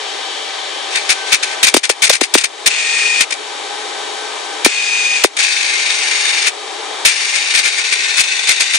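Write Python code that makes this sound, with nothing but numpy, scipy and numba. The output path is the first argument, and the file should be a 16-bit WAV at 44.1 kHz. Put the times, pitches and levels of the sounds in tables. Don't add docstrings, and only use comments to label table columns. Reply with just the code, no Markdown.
import sys
import numpy as np
from scipy.fft import rfft, irfft, next_fast_len
from scipy.io import wavfile
from scipy.ndimage import uniform_filter1d, map_coordinates
from numba import njit

SR = 44100
rng = np.random.default_rng(int(sys.argv[2]) if len(sys.argv) > 2 else 0)


def persist_wave(psi):
    counts = np.round(np.clip(psi, -1, 1) * 32767).astype(np.int16)
    wavfile.write(sys.argv[1], SR, np.atleast_2d(counts).T)


N = 387198
TIME = np.arange(N) / SR

# time_s, level_db
FAN_LEVEL = [(.8, -23), (1.6, -21), (3.5, -23), (4.6, -24), (7, -23), (7.7, -27), (8.78, -30)]
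# pitch_hz, far_db, near_db, phase_wander_rad
BLADE_TONES = [(426.6, -44, -6, 2.37), (667, -34, -35, 1.6), (776, -12, -20.5, 0.64), (817, -33.5, -6, 1.8),
               (1541, -21, -25, .4), (2320, -23, -21, .8), (3070, -17, -23, .8), (3090, -18, -24, .6),
               (3580, -38, -17.5, 0.64), (3800, -33, -11, 0.84)]
# time_s, closeness_share
CLOSENESS = [(.7, 0.37), (2.4, 0.71)]
# frequency_hz, density_db
AIR_FAR = [(88, -96), (150, -40), (218, -34.5), (419, -6), (712, -8), (792, -5.5), (865, -11), (1280, -6.5),
           (1420, -31), (1500, -6.5), (2880, -8.5), (3090, 0), (10300, -26.5), (13400, -80), (22000, -120)]
AIR_NEAR = [(88, -89), (150, -60), (289, -12.5), (426, -5), (500, -10.5), (835, -5), (1470, -12.5),
            (1580, -16), (1660, -12.5), (2370, -11), (2680, -16), (3820, -12), (4180, -15.5), (9260, -21),
            (10300, -24.5), (13400, -44), (22000, -120)]
# start_s, end_s, level_db
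REACHES = [(1.12, 1.633, -30.5), (3.347, 4.64, -37.5)]
# start_s, end_s, whine_end_s, rolling_db, whine_db
RAIL_RUNS = [(2.695, 3.238, 3.21, -11.5, -10.5), (4.667, 5.24, 5.175, -13, -14.5)]
# frequency_hz, density_db
ROLLER_SPECTRUM = [(530, -52), (900, -26), (1310, -19.5), (2040, -10.5), (2450, -1), (3060, -12.5),
                   (3600, -9.5), (4070, -16.5), (4330, -8), (4700, -15), (6640, -13.5), (8930, -18.5),
                   (10300, -35.5), (13400, -64), (22000, -120)]
# harmonic_number, outward_db, return_db
STEP_HARMONICS = [(3, -12.5, -17.5), (4, -3, 1.5), (6, -18.5, -10.5), (7, -20, -22), (8, -17, -11),
                  (9, -21, -28), (10, -25, -11.5), (11, -24, -17), (13, -25, -36), (14, -17.5, -26),
                  (15, -24, -21)]
# frequency_hz, level_db
FRAME_MODES = [(1800, -2.5), (1900, -4.5), (2110, -0.5), (2260, -8.5), (2350, 0), (2425, -7), (2560, -1),
               (2700, -10), (3580, -10), (3660, 1), (4440, -6), (4660, -6)]
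# start_s, end_s, level_db
GEAR_RUNS = [(0.902, 1.222, -29.5), (1.26, 1.365, -27), (1.433, 1.546, -26.5), (5.385, 6.468, -11.5),
             (7.07, 8.785, -13)]
# time_s, turned_share
TURNED = [(5.55, 0.66), (5.8, 0.4), (6.2, 1), (7.3, 1), (7.7, 0.4), (7.95, 0.05)]
# frequency_hz, density_db
GEARS_AHEAD = [(530, -53), (900, -18), (1160, -21), (1500, -11.5), (1640, -12.5), (1800, -18.5),
               (1950, -5.5), (2470, -0.5), (3290, -10.5), (3640, -2.5), (5200, -11.5), (6120, -8),
               (6640, -12), (9210, -15), (10300, -23.5), (13400, -47), (22000, -120)]
GEARS_TURNED = [(530, -53), (900, -12), (937, -19), (1170, -12), (1290, -14.5), (1800, -3), (2100, -1.5),
                (2400, 1), (3220, -5.5), (4600, -3), (5150, -5), (6710, -6.5), (7660, -13.5), (9110, -7),
                (10300, -24), (13400, -66), (22000, -120)]
# time_s, heading_deg
HEADING = [(5.39, 0), (6.47, 93), (7.06, 98), (8.78, -72)]
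# delay_s, extra_delay_s_per_deg, level_db
WALL_ECHOES = [(.0012, 2e-6, -13.5), (.0019, -1.5e-6, -14.5), (.0027, 2.5e-6, -13.5)]
# start_s, level_db, length_s
CLACKS = [(1.426, -9.5, .01), (1.628, 3, .02), (2.019, 1.5, 0.033), (2.066, -5.5, .008), (2.125, 0, 0.034),
          (2.233, 1.5, 0.0028), (2.372, 1.5, 0.019), (2.402, -8, 0.024), (2.659, 1.5, 0.018),
          (3.204, -2.5, .014), (3.304, -10.5, .004), (3.321, -11, 0.0064), (5.366, -5, 0.0073),
          (5.387, -4, .004), (5.425, -5.5, .014), (6.464, -5.5, .018), (7.049, 2, 0.016)]
# start_s, level_db, length_s
SCRAPES = [(0.943, -16, 0.036), (1.087, -5.5, 0.033), (1.317, -3.5, 0.031), (1.666, 1.5, .02),
           (1.83, 3, 0.021), (2.436, 3, .011), (7.066, -7, 0.035), (7.348, -8.5, 0.02),
           (7.534, -5.5, 0.031), (7.569, -7.5, 0.029), (7.634, -10, 0.045), (7.774, -13.5, 0.023),
           (7.919, -8.5, 0.0183), (8.164, -6, 0.048), (8.464, -6, 0.057), (8.596, -8, 0.027),
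           (8.727, -7, 0.032)]
# start_s, rattle_db, length_s, flex_db, lowest_hz
BLOWS = [(1.739, 11, 0.0076, 15.5, 287), (1.763, 10, 0.006, 13, 282), (1.892, 7, 0.008, 6, 400),
         (2.094, 12.5, 0.0091, 10.5, 495), (2.208, 3.5, 0.0089, 6, 290), (2.338, 10, 0.017, 14.5, 290),
         (4.646, 4, .018, 6.5, 277), (5.237, 7, 0.011, 14, 346)]
# frequency_hz, density_db
RATTLE_SPECTRUM = [(180, -73), (300, -18), (729, -16.5), (1150, -13), (2380, -6), (2970, -3), (4770, -2),
                   (5220, -3.5), (6510, -3), (7660, -8), (8880, -2), (10300, -12), (13400, 2),
                   (22000, -120)]
PLASTIC_SPECTRUM = [(900, -50), (1450, -7), (1900, -10.5), (2350, 3), (2700, -7), (3500, -50), (6000, -60)]


def amp(db):
    return 10 ** (np.asarray(db) / 20)


def unit(x):
    return x / np.sqrt(np.mean(x ** 2) + 1e-20)


def curves(rows):
    s, *cols = np.transpose(rows)
    return [np.interp(TIME, s, c) for c in cols]


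def running(start, end, spin_up_s=.012, run_down_s=0.014):
    return np.clip((TIME - start) / spin_up_s, 0, 1) * np.clip((end - TIME) / run_down_s + 1, 0, 1)


def settling(start, first_db, settle_s):
    return amp(first_db * np.exp(-np.maximum(TIME - start, 0) / settle_s))


def wobble(rate):
    return unit(map_coordinates(rng.standard_normal(int(N * rate / SR) + 4), [TIME * rate], order=2))


def filtered(x, response):
    size = next_fast_len(N + 8192)
    return irfft(rfft(x, size) * response(np.fft.rfftfreq(size, 1 / SR)), size)[..., :N]


def coloured(x, spectrum):
    f, db = np.transpose(spectrum)
    return unit(filtered(x, lambda hz: amp(np.interp(np.log(hz + 1), np.log(f), db))))


def blended(x, first, second, share):
    return (1 - share) * coloured(x, first) + share * coloured(x, second)


def grit(rate, share):
    impacts = unit((rng.random(N) < rate / SR) * rng.uniform(-1, 1, N))
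    return np.sqrt(share) * impacts + np.sqrt(1 - share) * rng.standard_normal(N)


def cabinet(x, direct_share, twist_rad):
    knots_hz = np.linspace(0, SR / 2, num=60)
    lead = twist_rad * rng.uniform(-1, 1, len(knots_hz))
    direct = filtered(x, lambda hz: np.exp(1j * np.outer([1, -1], np.interp(hz, knots_hz, lead))))
    return np.sqrt(direct_share) * direct + np.sqrt(1 - direct_share) * rng.standard_normal((2, N))


def placed(x, left_db):
    return x * amp([[left_db / 2], [-left_db / 2]])


def tone(phase, spread_rad):
    lead = rng.choice([-1, 1]) * spread_rad
    return np.sqrt(2) * np.sin(phase + np.array([[lead], [-lead]]))


def fans():
    near = curves(CLOSENESS)[0]
    flow = cabinet(rng.standard_normal(N), direct_share=0.66, twist_rad=1.0)
    air = blended(flow, AIR_FAR, AIR_NEAR, near)
    blades = 0
    for hz, far_db, near_db, wander in BLADE_TONES:
        level = amp(far_db + near * (near_db - far_db) + 1.4 * wobble(8.5))
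        blades = blades + level * tone(2 * np.pi * hz * TIME + wander * wobble(18), spread_rad=0.15)
    return placed(amp(curves(FAN_LEVEL)[0]) * (air + blades), left_db=4.0)


def picker_motor(pitch_hz=1545):
    level = sum(amp(db) * running(start, end) for start, end, db in REACHES)
    return level * amp(0.6 * wobble(29)) * tone(2 * np.pi * pitch_hz * TIME, spread_rad=0.71)


def rail_drive(step_hz=617.7, rack_hz=47.5):
    step_phase = 2 * np.pi * step_hz * TIME + .05 * wobble(45) + .035 * wobble(260)
    rack = amp(np.sin(2 * np.pi * rack_hz * TIME + wobble(8)) + .7 * wobble(25))
    friction = cabinet(grit(rate=2500, share=0.52), direct_share=0.39, twist_rad=0.99)
    rolling = rack * coloured(friction, ROLLER_SPECTRUM)
    multiples, *directions = np.transpose(STEP_HARMONICS)
    overtones = [amp(2.2 * wobble(110)) * tone(round(k) * step_phase, spread_rad=.5) for k in multiples]
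    out = 0
    for (start, end, whine_end, rolling_db, whine_db), overtone_db in zip(RAIL_RUNS, directions):
        whine = sum(amp(whine_db + db) * overtone for db, overtone in zip(overtone_db, overtones))
        pull_away = settling(start, first_db=3.5, settle_s=0.05)
        build_up = settling(start, first_db=-16, settle_s=0.077)
        out = out + running(start, end) * pull_away * amp(rolling_db) * rolling
        out = out + running(start, whine_end) * build_up * whine
    return placed(out, left_db=4.0)


def frame_ring(width_hz, vary_db):
    out = 0
    for hz, db in FRAME_MODES:
        phase = 2 * np.pi * hz * TIME
        in_phase = wobble(2 * width_hz) * tone(phase, spread_rad=1.0)
        quadrature = wobble(2 * width_hz) * tone(phase + np.pi / 2, spread_rad=1.0)
        out = out + amp(db + vary_db * wobble(7.8)) * (in_phase + quadrature)
    return unit(out)


def wall_reflections(x):
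    heading, out = curves(HEADING)[0], x
    for delay, per_degree, db in WALL_ECHOES:
        earlier = (TIME - delay - per_degree * heading) * SR
        out = out + amp(db) * np.array([map_coordinates(port, [earlier], order=2) for port in x])
    return unit(out)


def gears(shaft_hz=23.7, ring_db=-5.0):
    level = sum(amp(db) * running(start, end) * settling(start, first_db=6.5, settle_s=0.17)
                for start, end, db in GEAR_RUNS)
    shaft = 2 * np.pi * shaft_hz * TIME + wobble(4.5)
    mesh = unit(amp(1.17 * np.sin(shaft) + 0.69 * np.sin(2 * shaft) + wobble(160)))
    teeth = cabinet(grit(rate=2000, share=.25), direct_share=.58, twist_rad=.8)
    chatter = blended(wall_reflections(teeth), GEARS_AHEAD, GEARS_TURNED, curves(TURNED)[0])
    ring = amp(ring_db) * frame_ring(width_hz=32, vary_db=2.5)
    return placed(level * mesh * (chatter + ring), left_db=4.5)


def panel_thumps(sweep_hz=5000, glide_s=.0014, peak_s=0.0047, width_s=0.0044, echo_db=-11, echo_s=.008):
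    out, t = np.zeros(N), TIME[:SR // 10]
    swell = np.exp(-((t - peak_s) / width_s) ** 2)
    for s, _, length, db, lowest_hz in BLOWS:
        hz = lowest_hz + sweep_hz * np.exp(-t / glide_s)
        chirp = np.sin(2 * np.pi * np.cumsum(hz) / SR)
        out[round((s + length - peak_s) * SR):][:len(t)] += amp(db) * swell * chirp
    echo = filtered(out, lambda hz: amp(echo_db) * np.exp(-2j * np.pi * hz * echo_s))
    return placed(np.array([out + echo, out - echo]), left_db=3.5)


def contacts(impact_rise_s=0.0048, scrape_rise_share=0.41):
    sudden = [(s, db, impact_rise_s, length) for s, db, length, *_ in CLACKS + BLOWS]
    return sudden + [(s, db, scrape_rise_share * length, length) for s, db, length in SCRAPES]


def clacks(rattle_t60_s=0.071, ring_t60_s=0.08, ring_db=-4.5, ring_growth=0.68):
    force, ring = np.zeros(N), np.zeros(N)
    for s, db, rise, length in contacts():
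        onset = round(s * SR)
        t = TIME[:min(SR // 3, N - onset)]
        build, after = np.minimum(t / rise, 1), np.maximum(t - length, 0)
        force[onset:][:len(t)] += build * amp(db - 60 * after / rattle_t60_s)
        ring[onset:][:len(t)] += build * amp(ring_growth * db + ring_db - 60 * after / ring_t60_s)
    flutter = amp(2.8 * wobble(250))
    impacts = cabinet(grit(rate=2500, share=0.62), direct_share=0.56, twist_rad=0.95)
    rattle = force * flutter * coloured(impacts, RATTLE_SPECTRUM)
    shake = cabinet(rng.standard_normal(N), direct_share=0.49, twist_rad=0.44)
    plastic = coloured(shake, PLASTIC_SPECTRUM)
    body = ring * unit(plastic + amp(3.0) * frame_ring(width_hz=55, vary_db=2.0))
    return placed(rattle + body, left_db=5.5)


def scene():
    return fans() + picker_motor() + rail_drive() + gears() + clacks() + panel_thumps()


@njit
def follow(x, attack, release):
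    y, state = np.empty_like(x), 0.
    for i in range(len(x)):
        state += (x[i] - state) / (attack if x[i] > state else release)
        y[i] = state
    return y


def ducked(x, limit_db, share, attack_s, release_s):
    power = np.abs(uniform_filter1d(np.mean(x ** 2, axis=0), size=180))
    excess_db = np.maximum(10 * np.log10(power + 1e-12) - limit_db, 0)
    return x * amp(-share * follow(excess_db, attack_s * SR, release_s * SR))


def record(dry):
    low_hz, high_hz, output_top_hz = 207, 10075, 14200
    x = filtered(dry, lambda hz: 1 / np.sqrt((1 + (low_hz / (hz + 1)) ** 14) * (1 + (hz / high_hz) ** 60)))
    x = ducked(x, limit_db=-19, share=.45, attack_s=0.1, release_s=0.28)
    x = ducked(x, limit_db=-3.0, share=0.97, attack_s=0.0038, release_s=0.17)
    clipped = x / (1 + np.abs(x) ** 12) ** (1 / 12)
    return filtered(clipped, lambda hz: 1 / np.sqrt(1 + (hz / output_top_hz) ** 60))


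dry = scene()
out = record(dry)
persist_wave(out)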